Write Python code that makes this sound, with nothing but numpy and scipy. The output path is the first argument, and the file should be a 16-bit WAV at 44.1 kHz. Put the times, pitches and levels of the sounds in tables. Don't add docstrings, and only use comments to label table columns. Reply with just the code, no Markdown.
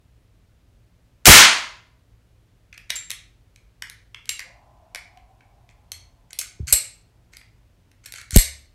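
import sys
import numpy as np
from scipy import signal
from scipy.fft import rfft, irfft, next_fast_len
from scipy.io import wavfile

SR = 44100
rng = np.random.default_rng(int(sys.argv[2]) if len(sys.argv) > 2 else 0)


def generate_wav(signal):
    frames = np.transpose(np.atleast_2d(signal))
    scaled = np.clip(frames, -1, 1) * 32767
    pcm = np.round(scaled).astype(np.int16)
    wavfile.write(sys.argv[1], SR, pcm)


N = 385434
TIME = np.arange(N) / SR

# frequency in Hz, relative level in dB per Hz.
ROOM_TONE = [(15, -36), (25, -11.5), (53, 2.5), (76, -7.5), (114, -0.5), (141, -18), (175, -10.5),
             (195, -24.5), (223, -17), (317, -21.5), (659, -26.5), (796, -30.5), (2690, -34.7),
             (14000, -46.8), (16000, -49)]
# frequency in Hz, width in Hz, gain in dB.
WHOOSH_PEAKS = [(579, 17, -3.5), (700, 58, 2), (846, 60, -1), (1016, 70, -2.5)]
# frequency in Hz, t60 in seconds before linger scales it.
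ROOM_T60 = [(100, 0.38), (400, 0.57), (1000, 0.5325), (2000, .5), (4000, 0.4878), (7000, 0.4218),
            (10000, 0.3254), (15000, 0.0038)]
# frequency in Hz, gain in dB.
ROOM_COLOUR = [(100, -4), (400, -8.5), (1000, 0.5), (2000, 3.5), (4000, -2), (7000, -4.5), (10000, -1),
               (15000, -7)]
# frequency in Hz, level in dB, t60 in seconds.
FITTING_MODES = [(630, -26, .7), (976, -11, .61), (1056, -12.5, .61), (1396, -10, .55), (2067, -5, .56),
                 (2555, -9, .5)]
# start in seconds, peak level in dB, resting pitch in Hz, swell time in seconds.
THUMPS = [(1.267, 9, 170, .006), (1.287, 13, 55, .0075), (5.919, -48, 85, .03), (6.595, -41, 380, .004),
          (6.602, -21, 75, .006), (6.628, -25.5, 70, .008), (6.67, -40, 130, .015),
          (6.729, -22.5, 42, .007), (8.33, -21.5, 56, .0086), (8.3597, 6.5, 33, .008),
          (8.421, -39, 70, .052)]
# start in seconds, end in seconds, level in dB.
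SLIDES = [(1.247, 1.255, -48), (1.255, 1.262, -13.5), (2.738, 2.748, -58), (2.894, 2.902, -47),
          (2.96, 2.966, -39), (3.869, 3.876, -57), (4.27, 4.282, -62), (5.691, 5.728, -70),
          (6.302, 6.317, -54), (6.411, 6.42, -36), (6.666, 6.719, -35.3), (7.316, 7.38, -60),
          (8.03, 8.1, -56), (8.142, 8.216, -45.5), (8.311, 8.35, -40.5), (8.339, 8.363, -30.5)]
# frequency in Hz, width in Hz, gain in dB.
FRAME_PEAKS = [(1470, 250, -4), (2170, 220, -1.5), (3100, 91, -3), (4350, 250, -0.5), (6280, 300, -0.5),
               (7110, 250, -5), (7620, 900, -0.5), (9380, 180, -6), (11500, 140, -4.5)]
# start in seconds, level in dB, brightness in dB,
# pitch of the frame in Hz, contact time in seconds, rebound share from 0 to 1.
CLICKS = [(2.727, -50, -22, 2420, .0016, 0), (2.777, -49.5, -11, 2600, .0012, 0),
          (2.9028, -33, -5, 2450, .0014, 0), (2.9571, -51, 1, 2600, .0018, .8),
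          (3.098, -53, -7, 2610, .001, 0), (3.104, -42, 3, 2450, .0007, .85),
          (3.56, -62, -5, 2330, .0008, 0), (3.8217, -39.5, -8, 2050, .0009, 0),
          (3.898, -53.5, 3, 2310, .0006, 0), (4.145, -44, -23, 2400, .0011, 0),
          (4.256, -62, 0, 2630, .0008, 0), (4.2912, -34.5, 1, 2500, .0016, 0),
          (4.393, -40, -9, 2200, .0009, .4), (4.9475, -41.5, -7, 2100, .0009, .8),
          (5.1727, -63, -13, 2200, .001, 0), (5.4065, -63, -28, 2200, .0014, 0),
          (5.6902, -62, -18, 2490, .0008, 0), (5.918, -49, 4, 2500, .0007, 0),
          (6.3307, -52, 4, 2750, .0007, 0), (6.3878, -44.5, 14, 2700, .0021, .3),
          (6.7252, -32, 10.5, 2350, .0015, .5), (7.334, -58, -10, 2050, .001, 0),
          (7.369, -57.5, 2.5, 2270, .0007, 0), (7.4125, -59, -16, 1950, .0012, 0),
          (7.9147, -69, -5, 2200, .0012, 0), (8.0581, -53, 4, 2200, .0021, 0),
          (8.1221, -54, 7, 1950, .0008, 0), (8.138, -49, -3, 2020, .0008, 0),
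          (8.213, -55, -1, 1850, .0014, 0), (8.307, -52, 10, 1910, .001, 0),
          (8.361, -30, 14, 2050, .001, .4)]
# multiple of its pitch, gain in dB.
HOLLOW_PEAKS = [(.45, -15), (.7, -8), (1, 0), (1.45, -11)]
# time in seconds, dB against the frame.
GRIP_KNOCK = [(4.4, -27), (4.95, -12)]
# start in seconds, level in dB.
CLINKS = [(5.918, -36), (6.703, -33), (6.7256, -2.5), (8.0594, -41), (8.3612, -3.5), (8.3715, -8)]
# frequency in Hz, relative level in dB, t60 in seconds.
CYLINDER_MODES = [(2170, -28, 0.043), (2965, -32.5, .06), (4269, -17, .11), (4958, -19, 0.082),
                  (6200, -23, 0.058), (7090, -16.5, .07), (7620, -5.5, 0.062), (8070, -6.5, 0.062),
                  (8283, -2.5, .035), (8680, -9, .035), (9380, -17.5, 0.055), (10930, -12, .09),
                  (11070, -13.5, .06), (11420, -4.5, .09), (12600, -25, .08), (14450, -13, .045),
                  (15250, -14, .07)]
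# start in seconds, level in dB, pitch in Hz, t60 in seconds.
PINGS = [(2.9035, -15.5, 3800, .012), (2.9565, -26, 7360, .26), (3.105, -26, 3850, .016),
         (4.2925, -26.5, 7440, .14), (5.918, -33, 4290, .06), (5.918, -32, 6175, .05),
         (6.389, -25, 6260, .05), (7.369, -42, 4800, .025)]
# multiple of its pitch, relative level in dB.
PING_MODES = [(0.998, -6), (1.01, -2), (1.485, -18)]
# start in seconds, level in dB, contact time in seconds.
HAMMER_FALL = (1.2553, 0, 0.0013)
# start in seconds, base level in dB, burn time in seconds.
CHARGE = (1.2642, 18.56, 0.0065)
# frequency in Hz, relative level in dB per Hz.
SHOT_COLOUR = [(30, -14.5), (100, -8), (250, -6), (500, -9.5), (1000, -2.5), (2000, 0.5), (4000, 2),
               (7000, 2.5), (10000, -2.5), (15000, -5)]


def from_db(db):
    return 10 ** (np.asarray(db) / 20)


def rms_one(x):
    return x / np.sqrt(np.mean(x ** 2) + 1e-20)


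def at_hz(points, hz):
    known_hz, values = np.transpose(points)
    return np.interp(np.log(np.maximum(hz, 1)), np.log(known_hz), values)


def add(track, s, sound):
    i = max(round(s * SR), 0)
    track[i:i + len(sound)] += sound[:N - i]


def band(x, low_hz, high_hz, order=2):
    sections = signal.butter(order, [low_hz, min(high_hz, .48 * SR)], "band", fs=SR, output="sos")
    return signal.sosfilt(sections, x + 1e-18)


def resonate(x, peaks):
    return sum((-1) ** k * from_db(db) * signal.lfilter(*signal.iirpeak(hz, hz / width, fs=SR), x)
               for k, (hz, width, db) in enumerate(peaks))


def noise(colour, size):
    n = next_fast_len(size)
    gain = from_db(at_hz(colour, np.arange(n // 2 + 1) * SR / n))
    return rms_one(irfft(rfft(rng.standard_normal(n)) * gain, n)[:size])


def swell(t, peak_s):
    return t / peak_s * np.exp(1 - t / peak_s)


def ring(hz, db, t60):
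    t = TIME[:SR]
    return from_db(db - 60 * t / t60) * np.sin(2 * np.pi * hz * t)


def room_tone(level_db=-56.5):
    return from_db(level_db) * noise(ROOM_TONE, N)


def distant_whoosh(start_s=4.3, attack_s=.2, level_db=-58.3, fade_db_per_s=7.7, whine_db=-9,
                   start_hz=450, end_hz=945, climb_s=1.02, flare_hz=733, width_hz=32, flare_db=16.5):
    age = np.maximum(TIME - start_s, 0)
    attack = np.minimum(age / attack_s, 1) ** 2
    fade = from_db(level_db - fade_db_per_s * np.maximum(age - attack_s, 0))
    whoosh = rms_one(band(resonate(rng.standard_normal(N), WHOOSH_PEAKS), 480, 1800))
    hz = end_hz + (start_hz - end_hz) * np.exp(-age / climb_s)
    waver = rms_one(band(rng.standard_normal(N), .7, 18))
    whine = rms_one(waver * np.sin(2 * np.pi * np.cumsum(hz) / SR))
    flare = 1 + from_db(flare_db) / (1 + (2 * (hz - flare_hz) / width_hz) ** 2)
    return attack * fade * (whoosh + from_db(whine_db) * flare * whine)


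def room_echoes(x, linger, first_echo_s=.0027, build_s=.003):
    t, echoes = TIME[:SR], np.zeros(SR)
    late = np.maximum(t - first_echo_s, 0)
    white = rng.standard_normal((2, SR))
    edges_hz = np.geomspace(40, 19000, 19)
    for k, (low, high) in enumerate(zip(edges_hz, edges_hz[1:])):
        hz = np.sqrt(low * high)
        t60 = linger * at_hz(ROOM_T60, hz)
        unit_energy = np.sqrt(2 * np.log(1000) / (t60 * SR))
        decay = from_db(at_hz(ROOM_COLOUR, hz) - 60 * late / t60)
        echoes += band(white[k % 2], low, high) * unit_energy * decay
    return signal.fftconvolve(x, echoes * (1 - np.exp(-late / build_s)))[:N]


def microphone_thumps(shudder_hz=296, sink_s=.004, doubling_db=15):
    out, t = np.zeros(N), TIME[:SR // 2]
    for s, db, rest_hz, swell_s in THUMPS:
        hz = rest_hz + shudder_hz * 2 ** (db / doubling_db) * np.exp(-t / sink_s)
        add(out, s, from_db(db) * swell(t, swell_s) * np.sin(2 * np.pi * np.cumsum(hz) / SR))
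    return out


def metal_slides(slips_per_s=750, spread_db=4.5, rasp_db=-12):
    out = np.zeros(N)
    for start, end, db in SLIDES:
        n = max(round((end - start) * SR), SR // 200)
        pressure = np.pad(signal.windows.tukey(n, .5), (0, SR // 100))
        slips = (rng.random(len(pressure)) < slips_per_s / SR) * pressure
        slips[n // 2] = 1
        slips *= from_db(spread_db * rng.standard_normal(len(slips)))
        metal = sum(resonate(slips * rng.standard_normal(len(slips)), [peak]) for peak in FRAME_PEAKS)
        rasp = band(rng.standard_normal(len(slips)) * pressure, 1900, 10000)
        sound = band(rms_one(metal) + from_db(rasp_db) * rms_one(rasp), 1100, 17000)
        top_hz = np.clip(9000 * from_db(db + 42.5), 4000, 16000)
        sound = band(sound, 500, top_hz, order=1)
        add(out, start, from_db(db) * rms_one(sound) * np.sqrt(len(sound) / n))
    return out


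def ratchet_clicks(grip_hz=580, grip_width_hz=270, firm_db=-44, middle_db=2, rebound_s=.01):
    out, t = np.zeros(N), TIME[:SR // 25]
    for s, db, bright_db, frame_hz, contact_s, rebound in CLICKS:
        width_hz = 500 * from_db(.2 * bright_db)
        peaks = [(frame_hz * multiple, width_hz, peak_db) for multiple, peak_db in HOLLOW_PEAKS]
        knock_db = np.interp(s, *np.transpose(GRIP_KNOCK)) + .4 * (db - firm_db)
        for delay_s, share in ((0, 1), (rebound_s, rebound)):
            force = rng.standard_normal((4, len(t))) * swell(t, contact_s)
            grip = rms_one(band(resonate(force[0], [(grip_hz, grip_width_hz, 0)]), 350, 1700))
            frame = rms_one(band(resonate(force[1], peaks), 900, 4200))
            middle = from_db(middle_db + .55 * bright_db) * rms_one(band(force[2], 3250, 6400, order=3))
            edge = from_db(bright_db) * rms_one(band(force[3], 6340, 12300))
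            click = from_db(knock_db) * grip + frame + middle + edge
            add(out, s + delay_s, share * from_db(db) * click)
    return out


def cylinder_clinks(scatter_db=2):
    out = np.zeros(N)
    for s, db in CLINKS:
        for hz, mode_db, t60 in CYLINDER_MODES:
            add(out, s, rng.choice([-1, 1]) * ring(hz, db + mode_db + rng.normal(0, scatter_db), t60))
    return out


def metal_pings():
    out = np.zeros(N)
    for s, db, hz, t60 in PINGS:
        add(out, s, sum(ring(hz * multiple, db + mode_db, t60) for multiple, mode_db in PING_MODES))
    return out


def cap_shot(direct_db=-2, puff_db=-4, puff_s=.009, echo_db=5, pulse_samples=512):
    direct, to_walls, t = np.zeros(N), np.zeros(N), TIME[:SR // 3]
    hammer_s, hammer_db, contact_s = HAMMER_FALL
    snap = rms_one(band(rng.standard_normal(len(t)), 2500, 8000, order=1)) * swell(t, contact_s)
    add(direct, hammer_s, from_db(hammer_db) * snap)
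    s, db, burn_s = CHARGE
    crack = from_db(db) * noise(SHOT_COLOUR, len(t)) * swell(t, burn_s)
    add(direct, s, from_db(direct_db) * crack)
    puff = rms_one(band(rng.standard_normal(len(t)), 19, 420, order=1)) * swell(t, puff_s)
    add(direct, s + burn_s, from_db(db + puff_db) * puff)
    add(direct, s + burn_s, sum(ring(*mode) for mode in FITTING_MODES))
    spectrum = from_db(at_hz(SHOT_COLOUR, np.fft.rfftfreq(pulse_samples, 1 / SR)))
    pulse = np.fft.fftshift(irfft(spectrum))
    add(to_walls, s - pulse_samples / 2 / SR, pulse * np.linalg.norm(crack) / np.linalg.norm(pulse))
    return direct + from_db(echo_db) * room_echoes(to_walls, linger=.94)


def scene(click_room_db=-2.5, clink_room_db=-1, slide_room_db=-2):
    clicks = ratchet_clicks()
    ringing = cylinder_clinks() + metal_pings()
    slides = metal_slides()
    to_walls = (from_db(click_room_db) * clicks + from_db(clink_room_db) * ringing
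                + from_db(slide_room_db) * slides)
    mechanism = clicks + ringing + slides + room_echoes(to_walls, linger=.82)
    mono = cap_shot() + mechanism + microphone_thumps() + distant_whoosh() + room_tone()
    return np.stack([mono, mono])


def record(dry, ceiling=.71, cutoff_hz=15850):
    oversampled = signal.resample_poly(dry, 2, 1, axis=1)
    clipped = signal.resample_poly(np.clip(oversampled, -ceiling, ceiling), 1, 2, axis=1)
    low_pass = signal.firwin(255, cutoff_hz, fs=SR)
    return signal.fftconvolve(clipped, low_pass[None], "same", axes=1)


dry = scene()
out = record(dry)
generate_wav(out)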